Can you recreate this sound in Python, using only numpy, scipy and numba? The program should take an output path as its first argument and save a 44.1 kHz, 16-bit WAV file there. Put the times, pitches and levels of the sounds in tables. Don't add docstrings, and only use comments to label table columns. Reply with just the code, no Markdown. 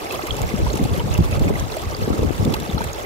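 import sys
import numpy as np
from scipy import signal
from scipy.fft import irfft, next_fast_len
from scipy.io import wavfile
from scipy.ndimage import uniform_filter1d
from numba import njit

SR = 44100
rng = np.random.default_rng(int(sys.argv[2]) if len(sys.argv) > 2 else 0)


def wrap_up_sound(samples):
    columns = np.atleast_2d(samples).T
    tamed = np.clip(columns, -1, 1)
    steps = np.round(tamed * 32767).astype(np.int16)
    wavfile.write(sys.argv[1], SR, steps)


def how_loud(loudness_db):
    steps = np.asarray(loudness_db, float) / 20
    return 10 ** steps


N = 134505

# time in seconds, flow level in dB.
FLOW = [
    (0.0, -37),
    (2.04, -39),
    (3.05, -39),
]
# frequency in Hz, density in dB per Hz.
WATER_SPECTRUM = [(300, -3.5), (520, -3.5), (950, -10), (1500, -14), (2800, -17.5), (6700, -23),
                  (8100, -27), (16000, -28)]
# frequency in Hz, gain in dB.
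WATER_LOW_FADE = [(100, -24), (300, 12)]
# frequency in Hz, density in dB per Hz.
WIND_SPECTRUM = [(25, -34), (50, -3.5), (80, -0.5), (130, -4.5), (250, -8), (450, -18), (1000, -34.5),
                 (2000, -59)]
# time in seconds, level in dB, brightness in dB per octave.
GUSTS = [(.24, -38, -4.5), (.42, -20, -5), (.53, -30.5, -1), (.84, -25, 0), (1.14, -26, -4),
         (1.27, -28.5, -4), (1.47, -18.5, 0.5), (1.58, -25, -2.5), (1.78, -35.5, -5.5), (1.86, -27.5, -3),
         (2.0, -28.5, -2.5), (2.1, -31, 5.5), (2.24, -23, 0.5), (2.35, -29, -3), (2.46, -24.5, 2),
         (2.62, -30.5, 1), (2.86, -29.5, -3), (2.95, -36, -10)]
# peak time in seconds, peak in dB, pitch in Hz,
# left minus right in dB.
THUMPS = [(0.458, -23, 70, 1), (0.5931, -19.5, 58, 4.0), (0.676, -17.5, 54.4, 0),
          (0.8536, -20.5, 113, 10.0), (0.9177, -12, 93, 3), (1.042, -19.5, 125, 3), (1.192, -11, 98, 0),
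          (1.209, -8, 81, 0), (1.3291, -14.5, 84, 0), (1.4678, -17, 83, -1.0), (1.8723, -18.5, 77.4, 0),
          (2.045, -19, 118, 0), (2.1927, -16.5, 92, 1.0), (2.2253, -16, 61.4, 3), (2.269, -16.5, 64.5, 6),
          (2.43, -17, 128, 7), (2.4529, -16, 121, 3), (2.7406, -20.5, 60, -2), (2.864, -21.5, 74.5, -3)]
# peak time in seconds,
# peak in dB, pitch in Hz, left minus right in dB.
SWAYS = [(0.624, -10.5, 72, 0.5), (0.8278, -14.5, 79.6, -7), (0.9996, -16.0, 83, 2),
         (1.1096, -15.5, 85.5, -10.5), (1.2544, -15, 65.4, -3), (1.3723, -13.5, 81, -3),
         (1.421, -10.5, 71.6, -2), (1.613, -16, 91, 0.0), (2.026, -17.5, 85, 0), (2.1105, -16.5, 66, 6),
         (2.4017, -12.5, 95, 2), (2.5077, -18, 89, 1)]
# peak time in seconds, peak in dB, pitch in Hz, left minus right in dB.
SNAPS = [(0.142, -21.5, 326, -1), (0.237, -19, 353, 1), (0.3818, -27, 396, 5), (0.4392, -14.5, 406, -3),
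         (0.542, -12, 213, 6), (0.602, -17.5, 387, -3.0), (0.742, -13.5, 348, -2), (0.799, -13, 250, 0),
         (0.8123, -14, 200, -5), (0.8592, -14.5, 253, 1), (0.9817, -17.5, 187, 10.5), (1.06, -21, 181, 9),
         (1.193, -10, 177, -2), (1.211, -11, 170, -4), (1.4115, -18.5, 386, 2.0), (1.4459, -18.5, 361, 6),
         (1.504, -15.5, 400, 2), (1.521, -21, 406, 3), (2.0431, -20.0, 430, -7.0), (2.0783, -14, 420, 4),
         (2.079, -13.5, 246, 0.0), (2.1046, -16.0, 475, -10), (2.1056, -17, 290, 2), (2.143, -18, 320, -4),
         (2.1935, -10.5, 447, -3), (2.2314, -11.5, 460, -4), (2.247, -10, 302, 1), (2.4593, -11.5, 210, 2),
         (2.4725, -15.5, 354, 1), (2.535, -18, 347, -3), (2.6943, -20.0, 206, 11.5),
         (2.8117, -24.5, 188, 17.5)]
# time in seconds, peak in dB.
SPRAYS = [(0.1235, -22.5), (0.2698, -21.5), (0.3662, -25), (0.4165, -24.5), (0.735, -24), (0.754, -22.5),
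          (0.772, -22), (1.1394, -26), (1.1767, -22), (1.2456, -29), (1.3114, -26.5), (1.3933, -26),
          (1.7669, -25), (1.8176, -30), (1.9664, -27), (2.1794, -27.5), (2.4493, -24), (2.5232, -26),
          (2.5394, -17), (2.8095, -27), (2.8405, -22), (2.9307, -27), (2.6, -23), (1.598, -28.5),
          (0.838, -24.5)]
# peak time in seconds, peak in dB, pitch in Hz.
GLUGS = [(0.0585, -27.5, 700), (0.141, -26, 715), (0.1951, -21, 800), (0.1955, -25.5, 1321),
         (0.2709, -34, 1340), (0.2863, -25, 1149), (0.5087, -28, 1080), (0.6675, -20.5, 960),
         (0.7112, -22.5, 633), (0.79, -29, 755), (0.8571, -24.0, 750), (1.002, -24, 925),
         (1.0068, -29, 1282), (1.1628, -29, 590), (1.1889, -21.5, 930), (1.3815, -27, 547),
         (1.5034, -27, 602), (1.5397, -26, 1563), (1.7696, -34, 1600), (1.7706, -21.5, 625),
         (2.0622, -27.5, 1610), (2.1093, -31, 844), (2.1312, -27, 1340), (2.1416, -31, 547),
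         (2.1776, -29, 1274), (2.5227, -31.0, 1243), (2.5427, -21, 840), (2.5639, -28, 1258),
         (2.7784, -25, 876), (2.7794, -24.5, 1340), (2.8081, -20, 914), (2.819, -19, 1510),
         (2.8438, -26, 616), (2.9151, -34, 1210)]
# peak time in seconds, peak in dB, pitch in Hz.
PLINKS = [(0.1058, -28, 3230), (0.1103, -20, 2520), (0.1235, -31, 2709), (0.1393, -27.5, 2834),
          (0.1915, -27, 2040), (0.3072, -31, 4009), (0.3083, -13, 3300), (0.3456, -26.5, 2950),
          (0.368, -23, 7062), (0.418, -19, 7094), (0.4777, -30, 7050), (0.5171, -27.0, 2070),
          (0.5628, -25.0, 5370), (0.7032, -22.5, 4200), (0.7315, -21, 6640), (0.9968, -22, 3038),
          (1.1408, -21.5, 6470), (1.1525, -20, 2760), (1.1712, -34, 3664), (1.3281, -19, 2450),
          (1.3949, -23.5, 7120), (1.4811, -20, 2340), (1.5566, -22, 1990), (1.5981, -21, 6100),
          (1.7219, -23, 4130), (1.9487, -20.5, 4640), (2.1419, -31, 3950), (2.4507, -24.5, 3554),
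          (2.4508, -31, 4500), (2.5385, -23, 3429), (2.5407, -20, 4870), (2.5413, -26, 6812),
          (2.7007, -25.5, 3620), (2.7823, -18.5, 4100), (2.9319, -23, 6600)]

HISS_DB, BURST_DB, BURST_PER_S, HISS_FLICKER_DB = -2.5, 1.96, 50, 0.77
WIND_DB, WIND_PAN_DB, EDDIES_PER_S, EDDY_CYCLES, EDDY_SPREAD_DB = 1.5, 2.5, 900, 1.53, 2
FLUTTER_DB, FLUTTER_OWN_DB, FLUTTER_PER_S = 0.83, 2.5, 30
SURGE_DB, SURGE_S = -14.5, 0.043
THUMP_DB, THUMP_CYCLES, SNAP_DB, SNAP_CYCLES = -2.5, 1.92, -5.5, 2.95
BUBBLES_PER_S, BUBBLE_CYCLES, BUBBLE_SPREAD_DB, BUBBLE_DB, BUBBLE_GLIDE = 3000, 8, 3.5, 2, 0.16
CROWD_CAP_DB = 9.5
NEAR_LAG_S, FAR_LAG_S, LAG_SPREAD_S = -0.00028, 0.00036, 0.00004
NEAR_SHARE, WATER_PAN_DB = 0.6, -2.5
SPRAY_DB, SPRAY_S = -20, 0.009
GLUG_DB, GLUG_CYCLES, PLINK_DB, PLINK_CYCLES, POP_GLIDE = 5, 6.98, 2.5, 10.5, 0.052
PEAK_AT = 0.25
ROCK_T60_S, ROCK_DB = 0.02, -10


def colour(table, hz):
    table = np.array(table)
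    return np.interp(np.log(hz), np.log(table[:, 0]), table[:, 1])


def set_treble(x, db):
    top = signal.sosfilt(signal.butter(2, 1500, "high", fs=SR, output="sos"), x)
    return x * how_loud(db) / np.sqrt(np.mean(top ** 2))


def walk(rate_hz):
    hold = int(SR / rate_hz)
    steps = np.repeat(rng.standard_normal(N // hold + 1), hold)[:N]
    return 1.3 * uniform_filter1d(uniform_filter1d(steps, hold), hold)


@njit
def rings(start_s, hz, cycles, size, glide):
    out = np.zeros(N)
    for e in range(len(start_s)):
        span = cycles[e] * SR / hz[e]
        first = int(start_s[e] * SR)
        step = 2j * np.pi * hz[e] / SR
        z = size[e] + 0j
        turn = 10 ** (-1 / span) * np.exp(step)
        bend = np.exp(step * glide / span)
        rise, quick = 1.0, np.exp(-6 / span)
        for j in range(int(2 * span) + 2):
            if 0 <= first + j < N:
                out[first + j] += (1 - rise) * z.imag
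            z *= turn
            turn *= bend
            rise *= quick
    return out


def hiss(flow_db, burst):
    n = next_fast_len(N)
    f = np.fft.rfftfreq(n, 1 / SR) + 1
    spectrum = how_loud(colour(WATER_SPECTRUM, f) + colour(WATER_LOW_FADE, f))
    out = 0
    for hz in 150 * 2 ** np.arange(0, 7, 0.5):
        shape = spectrum * np.cos(np.clip(np.log2(f / hz), -0.5, 0.5) * np.pi)
        noise = rng.standard_normal((2, len(f))) + 1j * rng.standard_normal((2, len(f)))
        band = irfft(noise * shape, n)[:, :N]
        out = out + band * how_loud(BURST_DB * burst * min(0.1 + hz / 4000, 1) + HISS_FLICKER_DB * walk(14))
    return set_treble(out, flow_db + HISS_DB)


def knocks(table, side, gain_db, cycles, sign):
    t, peak_db, hz, pan_db = np.array(table).T
    vary = rng.standard_normal((3, len(t)))
    start_s = t + (0.063 * vary[0] - PEAK_AT * cycles) / hz
    db = peak_db + gain_db + side * pan_db / 2 + 13 + 0.2 * vary[2]
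    return rings(start_s, hz * (1 + 0.041 * vary[1]), np.full(len(t), cycles), how_loud(db) * sign, -0.023)


def eddies():
    u = rng.random((4, int(EDDIES_PER_S * N / SR)))
    gust_s, _, bright_db = np.array(GUSTS).T
    t, hz = u[0] * N / SR, 25 * 60 ** u[1]
    db = colour(WIND_SPECTRUM, hz) + 20 * np.log10(hz) - EDDY_SPREAD_DB * np.log(u[2])
    db = db + np.interp(t, gust_s, bright_db) * np.log2(hz / 100)
    x = rings(t, hz, np.full(len(t), EDDY_CYCLES), how_loud(db) * np.sign(u[3] - 0.5), 0.0)
    return x * how_loud(WIND_DB) / np.sqrt(np.mean(x ** 2))


def wind():
    shared, out = walk(FLUTTER_PER_S), []
    now, grid = np.arange(N) / SR, np.arange(0, N, 64) / SR
    gust_s, gust_db, _ = np.array(GUSTS).T
    snap_signs = np.sign(rng.standard_normal((2, len(SNAPS))) + 1.2)
    for side, snap_sign in zip((1, -1), snap_signs):
        power = how_loud(2 * np.interp(grid, gust_s, gust_db) + side * WIND_PAN_DB)
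        for t0, db, _, pan_db in [*THUMPS, *SWAYS]:
            surge = np.exp(-((grid - t0) / SURGE_S) ** 2 * 2)
            power = power + how_loud(2 * (db + SURGE_DB) + side * pan_db) * surge
        curve_db = np.interp(now, grid, 10 * np.log10(power))
        flutter_db = FLUTTER_DB * shared + FLUTTER_OWN_DB * walk(FLUTTER_PER_S)
        port = eddies() * how_loud(curve_db + flutter_db)
        port = port + knocks(THUMPS, side, THUMP_DB, THUMP_CYCLES, 0.98)
        port = port + knocks(SWAYS, side, THUMP_DB, THUMP_CYCLES, side)
        out.append(port + knocks(SNAPS, side, SNAP_DB, SNAP_CYCLES, snap_sign))
    air = np.array(out)
    return air + air ** 2


def heard(t, hz, cycles, db, lag_s, glide=BUBBLE_GLIDE):
    hz = np.clip(hz, 20, 16000)
    lag_s = lag_s + LAG_SPREAD_S * rng.standard_normal(len(t))
    pan_db = WATER_PAN_DB * np.clip(1.5 - hz / 6000, -1, 1)
    return np.array([rings(t + side * lag_s / 2, hz, cycles, how_loud(db + side * pan_db / 2), glide)
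                     for side in (1, -1)])


def babble(flow_db, burst):
    u = rng.random((5, int(BUBBLES_PER_S * N / SR)))
    hz, at = 150 * 100 ** u[1], (u[0] * N).astype(int)
    spread_db = np.minimum(-BUBBLE_SPREAD_DB * np.log(u[2]), CROWD_CAP_DB)
    db = colour(WATER_SPECTRUM, hz) + colour(WATER_LOW_FADE, hz) + 20 * np.log10(hz)
    db = db + spread_db * np.clip(1.3 - hz / 5000, 0.6, 2)
    db = db + BURST_DB * np.clip(burst[at], -3, 1.5) * np.clip(1.2 + hz / 3000, 0, 1)
    cycles = BUBBLE_CYCLES * (0.27 + 1.205 * u[3])
    lag_s = np.where(u[4] < NEAR_SHARE, NEAR_LAG_S, FAR_LAG_S)
    return set_treble(heard(u[0] * N / SR, hz, cycles, db, lag_s), flow_db + BUBBLE_DB)


def sprays(count=70):
    t, peak_db = np.repeat(np.array(SPRAYS), count, axis=0).T
    u = rng.random((5, len(t)))
    hz = 1500 + 14000 * u[1]
    spread_db = np.minimum(-3.8 * np.log(u[2]), CROWD_CAP_DB)
    db = peak_db + SPRAY_DB + 11.5 + spread_db - 0.54 * np.log2(hz / 8000)
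    start_s = t - 0.002 + SPRAY_S * (u[0] + u[4]) * (1 + u[0]) / 4
    return heard(start_s, hz, 5.5 * (0.5 + u[3]), db, NEAR_LAG_S)


def pops(table, gain_db, cycles, count=2):
    t, peak_db, hz = np.repeat(np.array(table), count, axis=0).T
    u, twin = rng.random((2, len(t))), np.arange(len(t)) % count
    hz = hz * (1 - POP_GLIDE / 3) * (1 + 0.079 * twin * (u[0] - 0.5))
    start_s = t + cycles / hz * (twin * 0.6004 * u[1] - 1.3 * PEAK_AT)
    db = peak_db + gain_db + 4.5 - 6 * twin
    return heard(start_s, hz, np.full(len(t), cycles), db, NEAR_LAG_S, POP_GLIDE)


def rocks(x):
    t = np.arange(int(0.08 * SR)) / SR
    tail = rng.standard_normal((2, len(t))) * how_loud(-60 * t / ROCK_T60_S) * np.clip(t / 0.0012, 0, 1)
    tail = tail * how_loud(ROCK_DB) / np.sqrt(np.sum(tail ** 2, axis=1, keepdims=True))
    return x + signal.fftconvolve(x, tail, axes=1)[:, :N]


def scene():
    flow_db = np.interp(np.arange(N) / SR, *np.array(FLOW).T)
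    burst = walk(BURST_PER_S)
    burst = burst - uniform_filter1d(burst, size=SR // 6)
    loud_bubbles = pops(GLUGS, GLUG_DB, GLUG_CYCLES) + pops(PLINKS, PLINK_DB, PLINK_CYCLES)
    water = rocks(babble(flow_db, burst) + sprays() + loud_bubbles) / 1.162
    return hiss(flow_db, burst) + wind() + water


def top_cut(x):
    return signal.sosfilt(signal.butter(12, 16780, fs=SR, output="sos"), x)


def record(dry):
    x = signal.sosfilt(signal.butter(2, 40, "high", fs=SR, output="sos"), dry)
    x = np.tanh(1.1 * x) / 1.1
    x = signal.sosfilt(signal.ellip(12, 0.2, 90, 15650, fs=SR, output="sos"), x)
    return top_cut(x)


dry = scene()
out = record(dry)
wrap_up_sound(out)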